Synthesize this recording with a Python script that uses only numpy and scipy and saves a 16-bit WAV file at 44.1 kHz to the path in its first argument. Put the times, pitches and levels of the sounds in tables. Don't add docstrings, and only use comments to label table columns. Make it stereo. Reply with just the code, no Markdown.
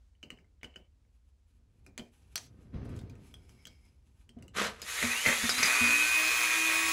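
import sys
import numpy as np
from scipy import signal
from scipy.fft import rfft, irfft, next_fast_len
from scipy.io import wavfile
from scipy.ndimage import uniform_filter1d

SR = 44100
rng = np.random.default_rng(int(sys.argv[2]) if len(sys.argv) > 2 else 0)


def makeup_ratio(level_db):
    decades = np.asarray(level_db, float) / 20
    return 10 ** decades


def persist_wave(psi):
    counts = np.round(np.clip(psi, -1, 1) * 32767).astype(np.int16)
    wavfile.write(sys.argv[1], SR, np.atleast_2d(counts).T)


N = 305172
MAINS_HZ = 120
FULL_HZ = 323


def evened(x):
    return x / np.sqrt(np.mean(x ** 2) + 1e-20)


def read(points, hz):
    f, value = np.transpose(points)
    return np.interp(np.log(hz + 1), np.log(f + 1), value)


def shape(points):
    return lambda hz: makeup_ratio(read(points, hz))


def played(rows):
    s, *columns = np.transpose(rows)
    t = np.arange(N) / SR
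    inside = (t >= s[0]) & (t <= s[-1])
    gate = uniform_filter1d(1. * inside, size=200, mode="nearest")
    return [np.interp(t, s, c) for c in columns] + [gate]


def spells(rows):
    t = np.arange(N) / SR
    return sum(makeup_ratio(db - 20 * np.maximum((s - t) / rise_s, (t - s) / fall_s)) for s, db, rise_s, fall_s in rows)


def add(mix, s, sound):
    part = mix[round(s * SR):][:len(sound)]
    part += sound[:len(part)]


def colour(x, gain):
    size = next_fast_len(x.shape[-1] + 4096)
    return irfft(rfft(x, size) * gain(np.fft.rfftfreq(size, 1 / SR)), size)[..., :x.shape[-1]]


def drift(hz):
    size = int(SR / 50 / hz) + 1
    coarse = rng.standard_normal(N // 50 + 2)
    coarse = uniform_filter1d(uniform_filter1d(coarse, size), size)
    return evened(np.interp(np.arange(N) / 50, np.arange(len(coarse)), coarse))


def grit(points, grain_db, per_s):
    grains = makeup_ratio(grain_db * np.minimum(rng.exponential(1, N), 5)) * (rng.random(N) < per_s / SR)
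    swell = 1 + uniform_filter1d(grains, size=12) * 12
    return evened(colour(rng.standard_normal(N) * swell, shape(points)))


def ring(modes, t):
    return sum(makeup_ratio(db - 60 * t / t60) * np.sin(2 * np.pi * hz * t) for hz, db, t60 in modes)


def air():
    # (frequency [Hz], level [dB per Hz])
    hum = [(12, -38), (20, -20), (48, 5), (71, 7.5), (94, -5), (133, -25), (185, -23), (293, -24),
           (344, -33), (678, -34), (7360, -40), (10500, -46), (13000, -53)]
    # (frequency [Hz], level [dB])
    scatter = [(100, -15), (400, -9), (1200, -.5), (16000, -.5)]
    near, left, right = (grit(hum, grain_db=0, per_s=1) for _ in range(3))
    apart = colour(np.array([left, right]), shape(scatter))
    shared = colour(near, lambda hz: np.sqrt(1 - shape(scatter)(hz) ** 2))
    return makeup_ratio(-63 + 1.16 * drift(hz=7.9)) * (shared + apart)


def click(front, db, hz, snap_db, thud_db, ring_db):
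    # (frequency [Hz], level [dB])
    crack_colour = [(200, -15), (500, 3), (800, 0), (1300, -6), (2400, -3), (3200, -4), (4800, -5.5),
                    (7000, -14), (11000, -27)]
    # (frequency [Hz], level [dB])
    thud_colour = [(60, -8), (200, 3), (450, -2), (900, -15.5), (1500, -39.5)]
    t = np.arange(5000) / SR
    chance = rng.standard_normal((2, len(t)))
    crunch = 0.093 * np.exp(-t / 0.0028) + 0.016 * np.exp(-t / 0.082)
    edge = chance[0] * (front * np.exp(-t / 0.0009) + crunch)
    crack = colour(edge, shape(crack_colour))
    snap = signal.lfilter(*signal.butter(1, [3800, 9500], "band", fs=SR), edge)
    modes = [(hz, 0, .015), (.79 * hz, -12, .012), (1.005 * hz, -20, .05)]
    rung = signal.oaconvolve(edge, ring(modes, t))[:len(t)]
    thud = colour(chance[1] * t / .004 * np.exp(-t / 0.015), shape(thud_colour))
    thud = thud * (1 - np.exp(-t / 0.00093))
    parts = ((crack, -3.5), (snap, snap_db), (thud, thud_db - 5.0), (rung, ring_db))
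    return makeup_ratio(db) * sum(x / abs(x).max() * makeup_ratio(d) for x, d in parts)


def clicks(rows, front, snap_db, ring_db):
    out = np.zeros(N)
    for s, db, hz, thud_db in rows:
        add(out, s, click(front, db, hz, snap_db, thud_db, ring_db))
    return out


def blade():
    # (time [s], level [dB], ring [Hz], thud [dB])
    picks = [(0.1514, -65, 2970, -5), (0.2294, -36.5, 3020, -5), (0.2367, -39.5, 2920, -14),
             (0.3037, -31.5, 2900, -10.5), (0.3742, -55, 2990, -13), (0.387, -53, 2310, 2),
             (0.4447, -65, 2090, -4), (0.6319, -30.5, 2900, -7), (0.6441, -35, 2970, -31),
             (0.7596, -36, 2990, -8.5), (1.0502, -68, 2280, 2), (1.9834, -35, 2415, 0.5),
             (1.9954, -35.5, 3130, -10)]
    slips = [
        (0.613, -70, 2950, -20),
        (0.74, -69, 2950, -10),
    ]
    snaps = [
        (1.2494, -76, 2300, -4),
        (1.9783, -25, 2360, -19),
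        (2.9643, -47.5, 1940, 4),
        (2.9906, -43.5, 3730, -22),
        (3.014, -49, 2230, 5),
        (3.0977, -47, 2470, -3),
        (3.4933, -48.5, 3180, -12),
        (3.6703, -36, 3300, -19),
    ]
    ticks = [(1.8641, -49, 2410, 2.5), (3.1541, -58.5, 2560, -6), (3.3405, -44, 3310, -8.5),
             (3.6535, -40.5, 3180, -10)]
    nudges = [(4.292, -51, 3160, -3), (4.388, -63, 3000, 0), (4.4245, -53, 2820, 7), (4.481, -52, 2920, -8)]
    out = clicks(picks, front=0.89, snap_db=-17, ring_db=-2.5)
    out += clicks(slips, front=.1, snap_db=-20, ring_db=14)
    out += clicks(snaps, front=0.94, snap_db=-4.5, ring_db=-10)
    out += clicks(ticks, front=1, snap_db=2.2, ring_db=2.5)
    return out + clicks(nudges, front=1, snap_db=4, ring_db=2.5)


def shifting():
    # (time [s], level [dB], rise [s per 20 dB], fall [s per 20 dB])
    moves = [(0.38, -71, .15, .3), (0.9, -82, .6, 1.4), (1.78, -78, .5, .4), (2.0, -68.5, 0.35, 0.1),
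             (2.4, -70, 0.45, 1.5), (2.6, -62.5, .4, 0.4), (2.742, -44, .015, 0.4455),
             (2.88, -50.5, 0.13, 0.39), (3.4, -71.5, 0.5, 3.5), (4.39, -59, .05, 0.25),
             (4.59, -64, 0.056, 0.64), (6.88, -60, .15, .5)]
    # (frequency [Hz], level [dB per Hz])
    grind_colour = [(18, -47), (30, -15), (91, -2), (185, -14.5), (236, -12.5), (344, -19.5), (420, -21),
                    (853, -31.5), (1190, -36.5), (6000, -56), (7800, -84.5), (13200, -120)]
    return spells(moves) * makeup_ratio(4.5 + 0.97 * drift(hz=14)) * grit(grind_colour, grain_db=2.5, per_s=500)


def gloves():
    # (time [s], level [dB], rise [s per 20 dB], fall [s per 20 dB])
    fabric_rubs = [(1.16, -83, .09, .04), (1.29, -82, .08, .025), (1.49, -81.5, .04, 0.065),
                   (1.564, -85, .09, .055), (1.794, -82.5, .15, .045), (1.85, -78, .021, .015),
                   (2.05, -80, .015, .06), (2.136, -71, .021, 0.046), (2.17, -76.5, .1, 0.97),
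                   (2.328, -69, 0.023, 0.013), (2.622, -76.5, 0.047, .055), (2.748, -87, .025, 0.27),
                   (2.854, -62, .01, 0.017), (2.892, -67, .007, .055), (2.962, -64.5, 0.027, .055),
                   (3.268, -66, .11, 0.12), (3.37, -87, .015, 0.087), (3.446, -78, 0.1, .045),
                   (3.508, -69.5, 0.055, 0.13), (3.64, -76, .1, .015), (3.71, -75, .015, .075),
                   (3.86, -76.5, .22, 0.2), (4.068, -81, 0.033, 0.08), (4.218, -74, 0.12, .06)]
    # (frequency [Hz], level [dB per Hz])
    rustle_colour = [(470, -46), (800, 3.5), (1130, -7), (1710, -9.5), (2110, -12), (2380, -3),
                     (3750, -11.5), (7360, -13.5), (10800, -10), (15000, -26)]
    return makeup_ratio(1.0) * spells(fabric_rubs) * grit(rustle_colour, grain_db=3.5, per_s=150)


def knocks():
    # (time [s], level [dB], share of free ring left [0-1])
    hits = [(1.987, -45.5, 0.81), (2.736, -46.5, 0.65), (2.849, -37.5, 0.62), (4.295, -59.5, 0.42),
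            (4.367, -32.5, 0.2), (4.439, -56, 0.4), (5.034, -27, 0.69), (5.261, -32, 0.86),
            (5.434, -26.5, 0.36), (5.588, -38.5, 0.91), (5.809, -26.5, 1)]
    # (frequency [Hz], level [dB], t60 [s])
    bench = [(87.8, -5, 0.34), (239.4, 3.5, 0.42), (316, -21, 0.06), (441, -9, 0.22), (685, -4, 0.21)]
    out, t = np.zeros(N), np.arange(SR // 2) / SR
    onset = 1 - np.exp(-t / 0.0041)
    for s, db, free in hits:
        damped = [(hz, d, free * t60) for hz, d, t60 in bench]
        add(out, s, makeup_ratio(db - 6.0) * ring(damped, t) * onset)
    return out


def flicks():
    # (time [s], level [dB], ring [Hz], thud [dB])
    flips = [
        (2.357, -22.5, 5890, -49.5),
        (2.3789, -29, 6400, -39.5),
        (4.8179, -30, 6880, -20),
        (4.8265, -35.5, 5000, -10),
    ]
    return clicks(flips, front=0.91, snap_db=1.5, ring_db=-5.5)


def scrape():
    # (time [s], level [dB])
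    slide = [(3.05, -84), (3.178, -94), (3.292, -79), (3.53, -78), (3.76, -78), (3.902, -80.5), (4.0, -89)]
    # (frequency [Hz], width [Hz], level [dB])
    flange = [(2220, 220, 2), (3180, 140, -9), (5200, 560, -3.5)]
    slide_db, sliding = played(slide)
    song = lambda hz: sum(makeup_ratio(db) / (1 + (2 * (hz - f) / width) ** 2) for f, width, db in flange)
    rubbed = evened(colour(rng.standard_normal(N), song))
    return sliding * makeup_ratio(slide_db - 1.0 + 2.9 * drift(hz=25)) * rubbed


def drag():
    # (time [s], level [dB])
    pull = [
        (4.53, -91),
        (4.545, -52),
        (4.572, -31),
        (4.65, -31.5),
        (4.756, -58.5),
        (4.812, -54.5),
        (4.818, -63),
        (4.83, -44),
    ]
    # (frequency [Hz], level [dB per Hz])
    drag_colour = [(88, -52), (150, -23.5), (217, 0), (264, -19), (466, -3.5), (888, -12), (1020, -4.5),
                   (2650, -11), (11300, -27.5), (14800, -39), (16000, -59.5)]
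    pull_db, pulling = played(pull)
    return pulling * makeup_ratio(pull_db + 0.4) * grit(drag_colour, grain_db=3.0, per_s=700)


def taps():
    # (time [s], level [dB], ring [Hz], thud [dB])
    touches = [
        (4.642, -36.5, 6000, -5),
        (5.027, -22, 3960, -12),
        (5.2619, -22, 2070, -3),
        (5.4307, -33, 6900, 1),
        (5.5811, -33, 2300, -10),
    ]
    return clicks(touches, front=0.32, snap_db=0, ring_db=-1.6)


def through(hz, centre_hz, width_hz, top_db):
    return top_db - 20 * np.log10(1 + (2 * (hz - centre_hz) / width_hz) ** 2)


def fan(turn, mains, speed):
    # (frequency [Hz], level [dB per Hz])
    fan_colour = [(1500, -22), (2900, 0.9), (3750, 2.5), (5000, -3.5), (6750, -0.5), (8300, -5),
                  (9100, 0.5), (11200, -4), (12500, -4), (13500, -18.5), (14300, -14.5), (15000, -20),
                  (15300, -45), (15600, -60), (15900, -60)]
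    hiss = grit(fan_colour, grain_db=0.0, per_s=690) * (1 + 0.059 * np.cos(turn) + 0.027 * mains)
    return hiss, makeup_ratio(-34.5 + 15.5 * np.log10(speed / FULL_HZ))


def shell_buzz(turn, mains, speed):
    # (frequency [Hz], level [dB per Hz])
    buzz_colour = [(120, -30.5), (400, -10), (800, -5.5), (1100, 0.5), (1550, 0.5), (2000, 6), (2500, 4.5),
                   (2900, -10), (4000, -21.5)]
    buzz = grit(buzz_colour, grain_db=0.0, per_s=30) * (1 + .3 * np.cos(turn) + .3 * mains)
    buzz = buzz * makeup_ratio(1.2 * drift(hz=25))
    return buzz, makeup_ratio(-34.5 + 24.5 * np.log10(speed / FULL_HZ))


def shaft_tones(turn, speed, low_db, shell):
    # (time [s], at the turns [dB], at twice the turns [dB])
    grip = [(5.32, -56, -60), (5.46, -42, -58), (5.73, -54, -60), (5.92, -41, -48), (6.06, -44, -55),
            (6.115, -58, -58), (6.17, -47, -47), (6.27, -43, -41), (6.31, -57, -50), (6.37, -56, -50),
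            (6.43, -49, -47), (6.52, -52, -51), (6.58, -41, -51), (6.7, -41, -41), (6.775, -43, -38),
            (6.815, -41, -52), (6.92, -41, -45)]
    # (multiple of the turns [-], level at full speed [dB])
    unbalance = [(3, -44), (3.42, -41), (4, -50), (4.92, -54), (5, -49), (6, -44), (7, -43), (10.0, -47)]
    # (multiple of the turns [-], level at full speed [dB])
    bars = [(15, -55), (16, -51), (18, -53), (19, -56), (20.0, -53), (21, -56), (25, -57), (26, -53),
            (27, -51), (38, -59), (48, -49)]
    decades = np.log10(speed / FULL_HZ)
    s, first_db, second_db = np.transpose(grip)
    t = np.arange(N) / SR
    first = makeup_ratio(np.interp(t, s, first_db)) * np.cos(turn)
    second = makeup_ratio(np.interp(t, s, second_db)) * np.cos(2 * turn)
    out = makeup_ratio(low_db) * (first + second)
    lines = [(5, through(5 * speed, centre_hz=1525, width_hz=100, top_db=-37)),
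             (16, through(16 * speed, centre_hz=3700, width_hz=2800, top_db=-38)),
             (32, through(32 * speed, centre_hz=9500, width_hz=1400, top_db=-44)),
             (16, through(16 * speed, *shell) - 3)]
    lines += [(k, 110 * decades + db) for k, db in unbalance]
    lines += [(k, 45 * decades + db) for k, db in bars]
    for k, db in lines:
        wander = (.1 + .1 * np.sqrt(k)) * drift(hz=30)
        out += makeup_ratio(db + 2.2 * drift(hz=12)) * np.cos(k * turn + wander)
    return out


def slot_tones(turn, speed, low_db, shell):
    # (multiple of the mains beat off the slot tone [-], level [dB])
    sides = [(-2, -12), (-1, -1), (0, -1), (1, 0.1), (2, -3), (3, -9)]
    # (time [s], level [dB])
    palm = [(5.5, 0), (5.8, 0), (5.95, 2), (6.1, 0.5), (6.4, -2), (6.6, 0), (6.72, 0), (6.8, -5),
            (6.92, -6)]
    t = np.arange(N) / SR
    palm_db = np.interp(t, *np.transpose(palm))
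    out = np.zeros(N)
    for side, db in sides:
        slot_db = through(8 * speed + side * MAINS_HZ, *shell) + palm_db
        phase = 8 * turn + side * 2 * np.pi * MAINS_HZ * t + .12 * drift(hz=40)
        out += makeup_ratio(slot_db + low_db + db + 5.5 + 1.4 * drift(hz=30)) * np.cos(phase)
    return out


def tool():
    # (time [s], shaft turns [Hz])
    spin = [(4.82, 61), (5.05, 134.6), (5.2, 183.1), (5.25, 195.5), (5.32, 197.9), (5.46, 221),
            (5.55, 246.7), (5.73, 285.4), (5.81, 297.3), (5.87, 294), (6.2, 314), (6.33, 319.4),
            (6.45, 320), (6.6, 322.5), (6.7, 322.2), (6.82, 326.2), (6.92, 325.2)]
    # (time [s], buzz [dB], rise [s per 20 dB], fall [s per 20 dB])
    rubs = [
        (5.04, -38, 0.3, 0.3),
        (5.27, -33, 0.025, 0.13),
        (5.44, -44, .05, .1),
        (5.585, -39, 0.015, .05),
        (5.632, -35, .01, 0.46),
    ]
    # (frequency [Hz], width [Hz], level at the top [dB])
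    shell = (2490, 150, -30)
    t = np.arange(N) / SR
    speed = np.interp(t, *np.transpose(spin))
    on = np.clip((t - 4.82) / .07, 0, 1)
    turn = 2 * np.pi * np.cumsum(speed) / SR
    mains = np.cos(2 * np.pi * MAINS_HZ * t)
    load = spells(rubs)
    hiss, hiss_gain = fan(turn, mains, speed)
    buzz, buzz_gain = shell_buzz(turn, mains, speed)
    noise = (hiss_gain + makeup_ratio(-7) * load) * hiss + (buzz_gain + load) * buzz
    low_db = 20 * np.log10(np.clip((speed - 200) / 20, 1e-3, 1)) - 1
    lines = shaft_tones(turn, speed, low_db, shell) + slot_tones(turn, speed, low_db, shell)
    return on * noise, on * lines


def chatter():
    # (time [s], peak [dB])
    skips = [(5.0187, -25), (5.0216, -26), (5.0289, -17), (5.0356, -23), (5.0387, -26), (5.2391, -27),
             (5.2444, -32), (5.2499, -27), (5.2547, -20), (5.2612, -11), (5.2657, -13), (5.2722, -21),
             (5.2757, -16), (5.2802, -21), (5.2867, -18), (5.2912, -17), (5.2967, -17), (5.3018, -19),
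             (5.3063, -19), (5.3121, -23), (5.3172, -20), (5.3219, -21), (5.3276, -18), (5.3316, -22),
             (5.3367, -24), (5.3414, -23), (5.3459, -28)]
    # (frequency [Hz], level [dB], t60 [s])
    bite_modes = [(560, -13, .03), (800, -15, .02), (1300, -13, .01), (1780, -6, .011), (2050, 0, .014),
                  (2400, -4, .011)]
    out, t = np.zeros(N), np.arange(1500) / SR
    onset = 1 - np.exp(-(t / .0009) ** 2)
    bends = rng.uniform(.95, 1.05, (len(skips), len(bite_modes)))
    for (s, db), bend in zip(skips, bends):
        modes = [(b * hz, d, t60) for b, (hz, d, t60) in zip(bend, bite_modes)]
        add(out, s - .0013, makeup_ratio(db + 3.0) * ring(modes, t) * onset)
    return out


def strikes():
    # (time [s], level [dB], ring [Hz], thud [dB])
    hard_hits = [(5.4935, -16, 5300, -19), (5.5815, -23, 5600, -15), (5.6295, -16, 6200, -15),
                 (5.656, -21, 6300, -30)]
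    # (frequency [Hz], level [dB], t60 [s])
    flank = [(1500, -3, .012), (2400, -7, .01), (4870, -6, .06), (5300, -3, .012), (7000, -7, .008)]
    out, t = clicks(hard_hits, front=1, snap_db=-7, ring_db=-3), np.arange(SR // 2) / SR
    for s, db, *_ in hard_hits:
        add(out, s, makeup_ratio(db - 1.5) * ring(flank, t))
    return out


def room(x):
    # (frequency [Hz], t60 [s])
    decay = [(120, 1), (330, 0.31), (870, 0.18), (2300, 0.13), (6060, 0.078)]
    # (frequency [Hz], level [dB])
    wet = [(100, -24), (250, -18), (400, -8), (800, -3), (2200, -9), (3200, -4), (4950, 0), (8000, -2.5),
           (10000, -8), (11500, -20.5), (16000, -22)]
    echoes = np.zeros((2, SR // 2))
    at = np.arange(120, SR // 2 - 20, 20) + rng.integers(0, 20, (2, (SR // 2 - 121) // 20))
    np.put_along_axis(echoes, at, rng.choice([-1., 1.], at.shape), 1)
    hz, t, z = signal.stft(echoes, SR, nperseg=256)
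    t60 = read(decay, hz)[:, None]
    tail = signal.istft(z * makeup_ratio(-60 * t / t60) / np.sqrt(t60), SR, nperseg=256)[1]
    tail = tail / np.linalg.norm(tail[0])
    return signal.fftconvolve(colour(x, shape(wet))[None], tail, axes=1)[:, :N]


def ports(x):
    # (frequency [Hz], phase [rad])
    lead = [(240, -.1), (330, -1.0), (850, -2.6), (1300, -1.2), (2200, -.8), (4000, -1.4), (5000, -3.2),
            (6400, -5.8), (7700, -5.2), (8900, -9.4), (10300, -12.1), (11700, -12.7), (12800, -15.6),
            (13900, -15.9), (14600, -18.8)]
    # (frequency [Hz], level [dB])
    tilt = [(60, -.8), (180, -2.5), (550, -.5), (1650, -1.5), (2500, -2.5), (4970, 2.5), (9000, -1),
            (15000, 0)]
    half = lambda hz: makeup_ratio(read(tilt, hz) / 2) * np.exp(.5j * read(lead, hz))
    return colour(x, lambda hz: np.array([half(hz), 1 / half(hz)]))


def scene():
    handled = blade() + shifting() + gloves() + knocks() + flicks() + scrape() + drag()
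    handled = handled + taps() + chatter() + strikes()
    noise, lines = tool()
    whirr = ports(noise + lines) + makeup_ratio(3.5) * room(noise + .4 * lines)
    return air() + makeup_ratio(1.0) * ports(handled) + makeup_ratio(2.0) * room(handled) + whirr


def top_cut(x):
    return signal.sosfilt(signal.butter(12, 16510, fs=SR, output="sos"), x)


def record(dry):
    limited = signal.oaconvolve(dry, signal.firwin(255, 15800, fs=SR)[None], "same")
    return top_cut(limited)


dry = scene()
out = record(dry)
persist_wave(out)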